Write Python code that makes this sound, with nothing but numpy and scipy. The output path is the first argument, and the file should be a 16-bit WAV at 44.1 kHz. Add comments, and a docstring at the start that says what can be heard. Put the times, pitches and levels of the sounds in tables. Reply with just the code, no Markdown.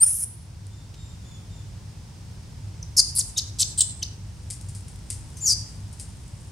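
"""A newborn monkey protests close to a stereo microphone, handled by its mother on dry leaves under trees.
Its whistling voice breaks into rasp when forced: one thin scream, a run of short squeaks and a falling
whine, each glancing off the ground and echoing among the trunks. Leaves snap and crumble under the pair.
Far off in the wood a faint call sounds four times. Under it all lies a low rumble of wind with a
100 Hz hum, perhaps a distant engine."""
import sys
import numpy as np
from scipy import signal
from scipy.fft import rfft, irfft, next_fast_len
from scipy.io import wavfile

SR = 44100
rng = np.random.default_rng(int(sys.argv[2]) if len(sys.argv) > 2 else 0)


def to_wav(sig):
    """Store sig (one row per channel, or 1-D mono) as 16-bit WAV at the path in sys.argv[1].

    Samples outside -1..1 are clipped; the rate is SR.
    """
    pcm = np.clip(np.atleast_2d(sig), -1, 1) * 32767
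    pcm = np.round(pcm).astype(np.int16)
    wavfile.write(sys.argv[1], SR, pcm.T)  # frames by channels


N = 287091
TIME = np.arange(N) / SR

# colour of the rasp for each shape of the mouth: f/Hz, spectral level/dB
MOUTH_TIGHT = [(2060, -74.5), (3500, -44.5), (3900, -54.5), (5310, -22), (7480, -17), (8910, -5),
               (9900, -2), (12500, -25), (15500, -46)]
MOUTH_OPEN = [(1650, -61.5), (2800, -17), (3890, -25), (4590, 13.5), (5220, 1), (6950, 7), (7630, 1),
              (9390, 0.5), (15500, -30)]
MOUTH_NARROW = [(1760, -67), (3000, -38), (4750, -3.5), (6610, -22), (7530, -8), (9850, 4.5), (11000, -4),
                (12800, -24), (15500, -39)]
MOUTH_WIDE = [(1120, -72), (1900, -56), (3080, -10), (6060, -1.5), (6610, -8), (7610, -4.5), (12200, -17),
              (14200, -35), (15500, -41)]
MOUTH_GRIN = [(2300, -41), (3000, -11.5), (4300, -7.5), (6500, -16), (8000, 3.5), (10000, -17),
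              (13000, -38), (15500, -23)]
# each shape of the mouth by name: colour of the rasp, lowest radiated f/Hz
MOUTHS = {"tight": (MOUTH_TIGHT, 1100), "open": (MOUTH_OPEN, 4730), "narrow": (MOUTH_NARROW, 2500),
          "wide": (MOUTH_WIDE, 2040), "grin": (MOUTH_GRIN, 2960)}
RATTLE_HZ, RATTLE_DEPTH, BUZZ_HZ = 1073, 0.617, 3912

def monkey_voice(times, hz, db, rough, mouth, octave_db, pan_db, buzz_db, jitter):
    """Vocal folds whistle, and break into rasp as they are forced."""
    colour, lowest_hz = MOUTHS[mouth]
    edge_s = 0.0024
    sounding = (TIME > times[0] - edge_s) & (TIME < times[-1] + edge_s)
    t = TIME[sounding]
    size = len(t)
    hz, db, rough = (np.interp(t, times, column) for column in (hz, db, np.clip(rough, 0, .98)))
    # the pitch always trembles a little; rough folds lose it from cycle to cycle
    hz = hz * (1 + 0.0064 * wobble(200, size) + jitter * rough * wobble(790, size))
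    phase = 2 * np.pi * np.cumsum(hz) / SR
    # the octave fades as it climbs past what the mouth radiates
    overtone = from_db(octave_db) * np.sin(2 * phase) / (1 + (2 * hz / 12500) ** 10)
    whistle = np.sqrt(2 * (1 - rough ** 2)) * (np.sin(phase) + overtone)
    # an uneven rattle of the folds chops the whistle
    rattle = 2 * np.pi * np.cumsum(RATTLE_HZ * (1 + 0.24 * wobble(150, size))) / SR
    depth = RATTLE_DEPTH * rough
    chopped = whistle * (1 + depth * np.cos(rattle)) / np.sqrt(1 + depth ** 2 / 2)
    voice = chopped + rough * noise(colour, size)
    # a second vibration in the throat puts side lines around the whistle
    buzz = 2 * np.pi * BUZZ_HZ * t
    voice *= 1 + from_db(buzz_db) * (np.cos(buzz) + 0.22 * np.cos(2 * buzz))
    # the air flow sputters, the small mouth cuts the lows, and a little dull air noise goes with it
    voice *= from_db((0.04 + 3.0 * rough) * wobble(350, size) - rough)
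    voice = signal.sosfilt(signal.butter(8, lowest_hz, "high", fs=SR, output="sos"), voice)
    voice += from_db(-37) * noise([(400, -1), (3500, -2)], size)
    fade = np.clip(np.minimum(t - t[0], t[-1] - t) / edge_s, 0, 1)
    out = np.zeros(N)
    out[sounding] = voice * from_db(db) * fade
    return place(out, pan_db)


# course of the two long cries: t/s, f/Hz, level/dB
SCREAM = [(0.003, 8117, -30), (0.011, 8600, -18), (0.035, 9220, -6.5), (0.057, 9180, -28),
          (0.065, 9312, -18.5), (0.125, 10480, -24.5), (0.161, 11120, -29), (0.219, 10350, -26.5),
          (0.231, 9540, -22.5), (0.245, 9540, -24.5), (0.25, 9400, -44)]
WHINE = [(5.36, 6305, -60), (5.368, 6260, -49), (5.398, 5760, -53), (5.416, 7291, -34.5),
         (5.454, 6830, -26), (5.46, 6719, -20.5), (5.478, 5805, -18), (5.52, 4630, -16.5),
         (5.536, 4710, -15)]
# each starts clear, then the voice breaks: t/s, roughness/0-1
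SCREAM_BREAK = [(.039, .04), (.046, 0.39), (.21, 0.78), (.235, 0.56)]
WHINE_BREAK = [(5.456, 0.15), (5.49, 0.66), (5.526, 0.37)]
# short squeaks, some in two quick parts:
# t/s, length/s, peak/share of length, first f/Hz, last f/Hz, level/dB, roughness/0-1, octave/dB, mouth
SQUEAKS = [(2.827, 0.0058, .25, 6200, 5080, -30.5, 0.11, -30, "narrow"),
           (2.968, 0.038, 0.93, 5460, 4433, -6.5, 0.63, -7, "open"),
           (3.152, .062, 0.63, 10900, 4510, -15.5, 0.94, -19, "narrow"),
           (3.364, 0.022, 0.37, 3730, 3820, -26.5, 0.14, -32, "wide"),
           (3.373, 0.025, 0.34, 6800, 3785, -16, 0.59, -30, "wide"),
           (3.588, 0.023, 0.75, 8140, 7400, -16, 0.77, -26, "wide"),
           (3.608, 0.025, 0.35, 8700, 3680, -12.5, 0.72, -30, "wide"),
           (3.777, 0.022, 0.9, 8500, 8150, -15, 0.58, -25, "grin"),
           (3.804, 0.02, 0.18, 8000, 7070, -10.5, 0.99, -17, "grin"),
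           (4.02, 0.0097, 1, 3300, 2735, -30, 0.33, -28, "wide"),
           (4.028, 0.009, 0.11, 6200, 3830, -19, 0.34, -24, "wide")]

def baby_monkey():
    """The newborn, close and just left of centre, screams, squeaks and whines."""
    scream = monkey_voice(*cry_contour(SCREAM, SCREAM_BREAK, gain_db=-0.63), "tight",
                          octave_db=-34.5, pan_db=0.9, buzz_db=-21, jitter=0.041)
    whine = monkey_voice(*cry_contour(WHINE, WHINE_BREAK, gain_db=0.8), "open",
                         octave_db=-15.5, pan_db=2.0, buzz_db=-20, jitter=0.075)
    return scream + sum(squeak(*row) for row in SQUEAKS) + whine


def cry_contour(course, breaking, gain_db, release_s=0.01, release_db=2.5):
    """Times, pitch, level and roughness of a long cry, which fades at its very end."""
    times, hz, db = np.transpose(course)
    t = TIME[(TIME >= times[0]) & (TIME <= times[-1])]
    release = np.maximum(1 - (times[-1] - t) / release_s, 0)
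    level_db = np.interp(t, times, db) + gain_db - release_db * release
    return t, np.interp(t, times, hz), level_db, np.interp(t, *np.transpose(breaking))


def squeak(start, length, peak_at, first_hz, last_hz, db, rough, octave_db, mouth):
    """One push of air: it swells and fades while the pitch glides, mostly down, and the rasp eases."""
    part = np.linspace(0, 1, 100)
    peak_at = np.clip(peak_at, .05, .95)
    glide = part ** 1.7   # holds at first, then moves ever faster
    hz = first_hz + (last_hz - first_hz) * glide
    swell_db = 13.5 * np.maximum(1 - part / peak_at, 0) ** 1.1
    fade_db = 9 * np.maximum((part - peak_at) / (1 - peak_at), 0) ** 0.72
    return monkey_voice(start + length * part, hz, db - swell_db - fade_db, rough * (1 - 0.42 * glide),
                        mouth, octave_db, pan_db=1.3, buzz_db=-24.5, jitter=0.071)


# leaves and stalks giving way under the pair: t/s, snap level/dB, crumble level/dB
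CRACKLES = [(.668, -33, -65), (4.502, -48, -32), (4.612, -27.5, -53), (4.686, -44, -44),
            (4.749, -46, -41.5), (4.882, -34, -50), (4.959, -33, -69), (5.102, -20, -31), (5.369, -44, -42),
            (5.928, -35, -50), (5.997, -54, -36)]
# colour of dry leaves at close range: f/Hz, spectral level/dB
DRY_LEAVES = [(1180, -53.5), (2000, -17.5), (3340, -21), (4960, -8.5), (6250, -9.5), (8880, 0),
              (10000, -5.5), (15500, -43)]

def leaf_crackles(snap_t60_s=0.0046, crumble_t60_s=0.2):
    """Each leaf gives way with a sharp snap and a longer crumble."""
    snaps = [(start, db, snap_t60_s) for start, db, _ in CRACKLES]
    crumbles = [(start, db, crumble_t60_s) for start, _, db in CRACKLES]
    return bursts(snaps + crumbles, DRY_LEAVES, attack_s=.0004, grain_db=2)


def leaf_rustle():
    """The litter crackles finely, louder once the mother shifts her weight."""
    moving = np.interp(TIME, [4.2, 4.6], [.1, 1])
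    grains = noise(DRY_LEAVES, N) * from_db(4 * wobble(120, N))
    return from_db(-59.5) * moving * rms_one(grains)


def faint_crack():
    """A faint, soft crack, perhaps a twig."""
    return bursts([(.938, -48, 0.08)], [(2500, 0), (6300, 0)], attack_s=0.005, grain_db=3)


def ground_bounce(x, delays_s=(.00225, .00228)):
    """The ground adds a close reflection, a little later on the right, that beats against fast glides."""
    echo = [np.interp(TIME - delay, TIME, channel, left=0) for delay, channel in zip(delays_s, x)]
    return .93 * (x + .38 * np.array(echo))


def tree_echo(x, wood_t60_s=0.48, early_t60_s=0.12):
    """Trunks and ground scatter a dense, uneven echo with a softened top, different on each side."""
    t = TIME[:int(.8 * SR)]
    low_pass = signal.butter(2, 11000, fs=SR, output="sos")
    decay = from_db(-60 * t / wood_t60_s) + 0.55 * from_db(-60 * t / early_t60_s)
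    onset = np.clip(t / .004 - 1, 0, 1)
    out = []
    for channel in x:
        scatter = rng.standard_normal(len(t)) * from_db(4.1 * wobble(200, len(t)))
        echo = signal.sosfilt(low_pass, scatter * decay * onset)
        out.append(signal.fftconvolve(channel, echo / np.linalg.norm(echo))[:N])
    return np.array(out)


# calls from deep in the wood: t/s, length/s, first f/Hz, last f/Hz, level/dB
FAR_CALLS = [(0.698, 0.14, 3540, 3600, -64), (0.94, 0.2, 3682, 3615, -59), (1.219, 0.17, 3520, 3410, -58),
             (1.493, 0.13, 3666, 3460, -59)]

def far_calls():
    """Thin, wavering, slightly arched notes with their octave, far from the microphone."""
    out = np.zeros(N)
    for start, length, first_hz, last_hz, db in FAR_CALLS:
        part = np.clip((TIME - start) / length, 0, 1)
        arch = 4 * part * (1 - part)
        hz = (first_hz + (last_hz - first_hz) * part) * (1 + 0.0081 * arch + 0.0066 * wobble(77.6, N))
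        phase = 2 * np.pi * np.cumsum(hz) / SR
        out += from_db(db + 2.2 * wobble(49, N)) * np.sqrt(arch) * (np.sin(phase) + np.sin(2 * phase))
    return out


# swell of the wind: t/s, level/dB
GUSTS = [(0.2, -4), (1.2, 0), (3.7, .5), (4.4, -0.5), (5.5, 1.5), (6.5, -0.5)]
# low rumble of wind with a steady 100 Hz hum, perhaps a distant engine: f/Hz, spectral level/dB
RUMBLE_AND_HUM = [(22, -29), (50, -5.5), (88, -3), (100, 3), (113, -5), (180, -14), (250, -24), (400, -39)]
# wind brushing each side of the microphone on its own, and the hiss of the air: f/Hz, spectral level/dB
BUFFET = [(22, -2), (45, 1), (90, -6.5)]
AIR = [(300, -5.5), (450, -10), (720, -12.5), (920, -10.5), (1150, -16), (2300, -18.5), (4200, -18.5),
       (5200, -15), (7200, -20), (9000, -20), (11000, -29.5), (14800, -36.5)]

def wind_and_hum():
    """Low wind with a 100 Hz hum, perhaps a distant engine, swells gently with the hiss of the air."""
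    gust_db = np.interp(TIME, *np.transpose(GUSTS))
    rumble = from_db(gust_db - 38.5) * stereo_noise(RUMBLE_AND_HUM, width=0.127)
    buffet = from_db(gust_db - 62) * np.array([noise(BUFFET, N), noise(BUFFET, N)])
    air = from_db(0.84 * gust_db - 54.5) * stereo_noise(AIR, width=0.718)
    return rumble + buffet + air


def stereo_noise(spectrum, width):
    """Steady noise, partly shared between left and right."""
    return noise(spectrum, N) + width * noise(spectrum, N) * np.array([[1], [-1]])


def bursts(rows, colour, attack_s, grain_db):
    """Grainy noise that starts quickly and dies away; rows are t/s, level/dB, T60/s."""
    level = np.zeros(N)
    for start, db, t60 in rows:
        age = np.clip(TIME - start, 0, 1)
        level += from_db(db - 60 * age / t60) * np.minimum(age / attack_s, 1)
    return level * rms_one(noise(colour, N) * from_db(grain_db * wobble(410, N)))


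def noise(spectrum, size):
    """Noise of a given colour, falling 20 dB an octave beyond its ends; rms about 1."""
    hz, db = np.transpose(spectrum)
    length = next_fast_len(max(size, SR // 4))
    octave = np.log2(np.maximum(np.fft.rfftfreq(length, 1 / SR), 1))
    beyond = np.abs(octave - np.clip(octave, np.log2(hz[0]), np.log2(hz[-1])))
    gain = from_db(np.interp(octave, np.log2(hz), db) - 20 * beyond)
    return rms_one(irfft(rfft(rng.standard_normal(length)) * gain, length))[:size]


def wobble(rate_hz, size):
    """Random wavering up to a given rate; spread about 1."""
    sos = signal.butter(2, rate_hz, fs=SR, output="sos")
    return rms_one(signal.sosfilt(sos, rng.standard_normal(size + SR // 4)))[-size:]


def place(x, pan_db):
    """Mono to stereo, left minus right in dB."""
    return x * from_db(np.array([[1], [-1]]) * pan_db / 2)


def from_db(db):
    """Decibels to gain."""
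    return 10 ** (np.asarray(db) / 20)


def rms_one(x):
    """Scale to unit power."""
    return x / np.sqrt(np.mean(x ** 2) + 1e-20)


def scene():
    """The monkeys close to the microphone, the wood around them."""
    forest_floor = leaf_crackles() + leaf_rustle() + faint_crack()
    direct = ground_bounce(baby_monkey()) + place(forest_floor, pan_db=3.0)
    far = far_calls()
    background = wind_and_hum()
    echo = from_db(-11.5) * tree_echo(direct + from_db(10.0) * far)   # far calls carry more echo
    return direct + echo + far + background


def record(dry, cutoff_hz=15800):
    """The microphone's signal, with the top cut steeply."""
    return signal.sosfilt(signal.ellip(10, .1, 80, cutoff_hz, fs=SR, output="sos"), dry)


dry = scene()
out = record(dry)
to_wav(out)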